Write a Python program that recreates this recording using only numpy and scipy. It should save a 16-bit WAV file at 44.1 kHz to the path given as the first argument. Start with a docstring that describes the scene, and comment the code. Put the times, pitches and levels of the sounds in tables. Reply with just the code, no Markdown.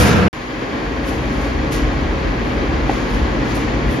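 """An electrical switch room, with machinery droning behind it: rushing ventilation air, wavering motor tones
and a throbbing rumble. The sound opens briefly on a louder roar with a dying hiss; after a short silence the
scene changes and the drone swells in, bass last. Close to the stereo microphone, friction makes soft swishes,
as of a sleeve, and a small body gives one dull knock."""
import sys
import numpy as np
from scipy import signal
from scipy.fft import rfft, irfft
from scipy.io import wavfile

SR = 44100
rng = np.random.default_rng(int(sys.argv[2]) if len(sys.argv) > 2 else 0)


def dump(signal):
    """Clip the signal to [-1, 1] and save it as 16-bit WAV at the path in sys.argv[1]."""
    limited = np.clip(np.atleast_2d(signal).T, -1, 1)
    pcm = np.round(limited * 32767).astype(np.int16)
    wavfile.write(sys.argv[1], SR, pcm)


N = 176400
TIME = np.arange(N) / SR
HZ = np.maximum(np.arange(N // 2 + 1) * SR / N, 1)
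SIDES = np.array([[.5], [-.5]])   # half to the left, minus half to the right
ROAR_END_S, ROAR_FADE_S, DRONE_START_S = 0.284, 0.0038, 0.3299


# Ventilation filling the room. Each row: frequency in Hz, relative level in dB.
AIR_SPECTRUM = [(53, -46), (90, -6.5), (128, -1.5), (169, -6), (294, -2.5), (361, -6), (459, -6.5),
                (503, -9), (542, -6), (594, -10.5), (829, -12), (1320, -16), (1680, -15.5), (2380, -19),
                (2870, -24), (6470, -37.5), (7500, -45.5), (9750, -160), (16500, -120)]
# The air at the microphone. Each row: frequency in Hz, left-right correlation.
AIR_LIKENESS = [(60, 0.84), (98, 1), (160, 0.73), (260, 0.85), (430, 0.53), (690, 0.39), (1130, 0.032),
                (1850, 0.012), (3020, 0.49), (4920, 0.48), (8030, 0.0072), (13100, 0.29)]
# Where the air sits. Each row: frequency in Hz, left minus right in dB.
AIR_BALANCE = [(60, 1.0), (130, -1.5), (280, 1), (600, 1), (1300, 0.5), (2810, 3.5), (6070, 4),
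               (13100, -19)]
# Ducts and cabinet. Each row: centre in Hz, width in Hz, lift in dB.
DUCT_RESONANCES = [(264, 27, 3.5), (306, 41, 3), (834, 80, 1), (1089, 99, 5), (1646, 99, 2.5),
                   (1928, 96, 4), (2290, 310, 1.5), (3210, 210, 3), (4490, 720, 3)]

def air():
    """Fan noise through duct and cabinet resonances, fluttering slightly."""
    gain = colour(AIR_SPECTRUM) * from_db(resonances_db(DUCT_RESONANCES) + at_hz(AIR_BALANCE) * SIDES)
    level_db = -20.5 + 0.44 * drift(rate_hz=24)
    return from_db(level_db) * stereo_noise(gain, at_hz(AIR_LIKENESS))


# Motors behind the room. Each row: pitch in Hz, relative level in dB, left-right phase in radians,
# left minus right in dB.
MOTOR_TONES = [(42.7, -32.5, 0, 1), (46.7, -29.5, 0, 1), (53.7, -28, .1, 2), (70.3, -33, -.1, 0),
               (116.5, -34, .1, 0), (140.2, -34, .2, -4.5), (164, -42, .2, 1), (200.3, -37, -.1, 4),
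               (231, -37.5, -.1, 3), (246.7, -34.5, -.2, 4), (292, -34, .4, .5), (330, -38, .3, 0),
               (362, -43, -.5, 3), (385, -43, .1, -2), (408, -42, .2, 3), (455, -38.5, .5, 8),
               (537, -41, -.8, 6), (1095, -48, -1.6, 0), (1121, -48, -2.4, 6)]
BASS_TOP_HZ = 80

def motors(low_hz, high_hz):
    """Motor tones of one register waver in level and phase; the lowest beat against each other."""
    out = 0
    for hz, db, apart, pan_db in MOTOR_TONES:
        if low_hz <= hz < high_hz:
            phase = 2 * np.pi * (hz * TIME + rng.random()) + 0.4 * drift(rate_hz=1)
            level_db = db - 1 + pan_db * SIDES + 1.5 * drift(rate_hz=1)
            out = out + np.sqrt(2) * from_db(level_db) * np.sin(phase + apart * SIDES)
    return out


# The machinery's deep shaking. Each row: frequency in Hz, relative level in dB.
RUMBLE_SPECTRUM = [(22, -28), (32, -18), (42, -1), (52, 1), (72, 0.5), (90, -5), (130, -32)]
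# Surges of bass in the room. Each row: time in seconds, relative level in dB.
BASS_SURGES = [(.34, -39.5), (.8, -33), (.95, -27), (1.45, -26.5), (1.8, -22.5), (2.3, -24), (2.75, -25),
               (3.05, -25.5), (3.22, -21), (3.42, -24.5), (3.65, -28.5), (3.87, -21.5), (4.0, -25.5)]

def rumble():
    """Shaking and the lowest motor tones surge together, nearly alike on both sides."""
    shaking = from_db(-28 + 1.3 * SIDES) * stereo_noise(colour(RUMBLE_SPECTRUM), likeness=0.97)
    bass = shaking + motors(0, BASS_TOP_HZ)
    level_db = 2 + np.interp(TIME, *np.transpose(BASS_SURGES))
    return from_db(level_db) * bass / bass.std()


# The drone coming in. Each row: register in Hz, starting shortfall in dB, rise time in seconds.
SWELL = [(129, 11.5, 0.94), (415, 10.5, 0.43), (1500, 5, 0.48), (5000, 4, 0.43)]
# Its slow rise and fall above the bass. Each row: time in seconds, gain in dB.
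DRONE_LEVEL = [(.33, 0.5), (1.0, -1.54), (1.5, -0.5), (2.2, -0.4), (2.9, 0.3), (3.4, 0.2), (3.8, 0.5),
               (4.0, 0)]

def swell(drone):
    """Each register rises to its full level in its own time."""
    out, spectrum = 0, rfft(drone)
    for hz, shortfall_db, rise_s in SWELL:
        share = at_hz([(row[0], float(row[0] == hz)) for row in SWELL])
        remaining = np.clip(1 - (TIME - DRONE_START_S) / rise_s, 0, 1)
        out = out + irfft(spectrum * share, N) * from_db(-shortfall_db * remaining)
    return out * from_db(np.interp(TIME, *np.transpose(DRONE_LEVEL)))


# The rush of the opening scene. Each row: frequency in Hz, relative level in dB.
ROAR_SPECTRUM = [(26, -33), (45, -5), (75, 0.5), (210, -5), (359, -9.5), (484, -8.5), (810, -17),
                 (1320, -15.5), (1830, -19), (5440, -36), (7500, -50), (9750, -95), (16500, -120)]
# The roar at the microphone. Each row: frequency in Hz, left-right correlation.
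ROAR_LIKENESS = [(60, 1), (180, 0.7), (520, 0.36), (1520, 0.079), (4460, 0.45), (13100, -0.22)]
# Its resonances. Each row: centre in Hz, width in Hz, lift in dB.
ROAR_RESONANCES = [(123, 23, 2.5), (178, 25, 4), (319, 36, 3.5), (480, 26, 2.5), (716, 32, 7.5),
                   (960, 140, 2.5), (1366, 100, 4.5), (1630, 126, 6), (2510, 770, 4)]
# Its hum. Each row: pitch in Hz, starting level in dB.
ROAR_HUM = [(86, -20), (122, -22), (180, -22), (214, -20.5), (482, -24)]

def roar(sag_db_per_s=12.5):
    """The brief opening scene: rushing noise and a wavering hum, sagging a little."""
    gain = colour(ROAR_SPECTRUM) * from_db(resonances_db(ROAR_RESONANCES))
    out = from_db(-10) * stereo_noise(gain, at_hz(ROAR_LIKENESS))
    for hz, db in ROAR_HUM:
        phase = 2 * np.pi * (hz * TIME + rng.random()) + .6 * drift(rate_hz=11)
        out = out + np.sqrt(2) * from_db(db + drift(rate_hz=11)) * np.sin(phase)
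    return from_db(-sag_db_per_s * TIME) * out


# Swishes close to the microphone. Each row: peak time in seconds, level in dB, rise in seconds,
# decay in seconds, scrape above the swish in dB.
SWISHES = [(0.005, -23, .02, 0.058, -0.5), (0.07, -30, .025, 0.03, 5.5), (0.18, -41.5, 0.035, 0.085, -1),
           (1.095, -43.5, 0.045, 0.083, 5), (1.46, -50, 0.19, .055, 8.5), (1.73, -32.5, 0.013, 0.044, 3),
           (2.5, -54.5, .07, .08, 5), (2.95, -49.5, 0.074, 0.099, 12), (3.15, -47.5, 0.064, 0.065, 5),
           (3.51, -49, .06, 0.1, 13), (3.555, -38, 0.011, 0.04, -5), (3.93, -44.3, 0.045, 0.054, 0)]
# The bright swish and the duller scrape under it. Each row: frequency in Hz, relative level in dB.
SWISH_SPECTRUM = [(3000, -18), (4500, 2.5), (6500, -1), (9000, 4), (12000, -2), (15500, -11)]
SCRAPE_SPECTRUM = [(1200, -6), (2500, 4), (4000, -2), (5800, -3), (7200, -3)]

def swishes(linger=2.2):
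    """Bright friction noise over a duller, longer scrape; slow rubs are mostly scrape."""
    bright = strokes([row[:4] for row in SWISHES])
    dull = strokes([(peak_s, db + scrape_db, rise_s, decay_s * linger)
                    for peak_s, db, rise_s, decay_s, scrape_db in SWISHES])
    rub = from_db(.9 * drift(rate_hz=30))   # the friction catches and slips unevenly
    return rub * (bright * treble_noise(SWISH_SPECTRUM) + dull * treble_noise(SCRAPE_SPECTRUM))


# The knock, close by and dead centre. Each row: start in seconds, level in dB.
KNOCK_CONTACTS = [(2.8932, -12), (2.8958, -2.5)]
# The struck body. Each row: pitch in Hz, relative level in dB, seconds to fall by 60 dB.
KNOCK_MODES = [(295, -3, 0.018), (516, -4, 0.01), (773, -1, 0.022), (1300, -6, .008), (1720, -13, .012)]

def knock(attack_s=.0003):
    """Two quick, soft contacts ring a small, well damped body."""
    out = 0
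    for start_s, db in KNOCK_CONTACTS:
        age = np.maximum(TIME - start_s, 0)
        push = 1 - np.exp(-(age / attack_s) ** 2)
        for hz, mode_db, t60 in KNOCK_MODES:
            ring = np.exp(-np.log(1000) * age / t60) * np.sin(2 * np.pi * hz * age)
            out = out + from_db(db + mode_db) * push * ring
    return out


# Hiss in the background. Each row: frequency in Hz, relative level in dB.
HISS_SPECTRUM = [(5000, -7), (7000, 3.5), (8500, -8), (10000, -4.5), (13000, -14.5), (15500, -9)]

def hiss():
    """Faint, steady noise in the top treble."""
    return from_db(-53.5) * treble_noise(HISS_SPECTRUM)


def from_db(db):
    """Decibels to gain."""
    return 10 ** (np.asarray(db) / 20)


def at_hz(points):
    """A table over log frequency, read at every frequency."""
    hz, value = np.transpose(points)
    return np.interp(np.log(HZ), np.log(hz), value)


def colour(points):
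    """Gain of a spectrum table, falling steeply beyond its ends."""
    beyond = np.minimum(HZ / points[0][0], 1) * np.minimum(points[-1][0] / HZ, 1) ** 4
    return from_db(at_hz(points)) * beyond ** 4


def resonances_db(rows):
    """Lift in dB of a set of resonances, at every frequency."""
    return sum(db / (1 + (2 * (HZ - hz) / width) ** 2) for hz, width, db in rows)


def white():
    """Spectrum of fresh white noise."""
    return rfft(rng.standard_normal(N))


def drift(rate_hz):
    """Random wander, mostly slower than rate_hz; rms 1."""
    slow = irfft(white() / (1 + (HZ / rate_hz) ** 2), N)
    return (slow - slow.mean()) / slow.std()


def stereo_noise(gain, likeness):
    """Coloured noise, partly alike left and right; rms 1."""
    alike = np.clip(likeness, -.99, .99)
    mid, side = np.sqrt(1 + alike) * white(), np.sqrt(1 - alike) * white()
    noise = irfft(gain * np.array([mid + side, mid - side]), N)
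    return noise / noise.std()


def treble_noise(spectrum, shared_from_hz=5700, in_step_hz=11500, port_lag_s=0.00015):
    """Noise at two microphone ports, its top treble out of step either side of one pitch; rms 1."""
    shared = 1 / (1 + (shared_from_hz / np.maximum(HZ, 100)) ** 40)
    turn = np.pi * (HZ - in_step_hz) * port_lag_s
    near = white() * np.sqrt(shared) * np.exp(1j * np.array([turn, -turn]))
    spread = np.sqrt((1 - shared) / 2) * (white() + np.array([white(), white()]))
    noise = irfft(colour(spectrum) * (near + spread), N)
    return noise / noise.std()


def strokes(rows):
    """Envelope of a run of strokes: each rises smoothly and dies away."""
    power = 0
    for peak_s, db, rise_s, decay_s in rows:
        age = TIME - peak_s
        shape = np.exp(-(np.minimum(age, 0) / rise_s) ** 2 - np.maximum(age, 0) / decay_s)
        power = power + (from_db(db) * shape) ** 2
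    return np.sqrt(power)


def scene():
    """The brief roar of the opening scene, a short silence, then the scene changes to the drone; swishes and
    the knock in front."""
    opening = np.sin(np.pi / 2 * np.clip((ROAR_END_S - TIME) / ROAR_FADE_S, 0, 1)) ** 2
    later = TIME >= DRONE_START_S
    drone = swell(air() + motors(BASS_TOP_HZ, SR)) + rumble()
    treble = swishes() + hiss()
    return opening * (roar() + treble) + later * (drone + treble) + knock()


def record(dry):
    """Peaks stop at full scale, and the top is cut, 70 dB down from 16.7 kHz."""
    lowpass = signal.cheby2(12, 70, 16700, fs=SR, output="sos")
    return signal.sosfilt(lowpass, np.clip(dry, -1, 1))


dry = scene()
out = record(dry)
dump(out)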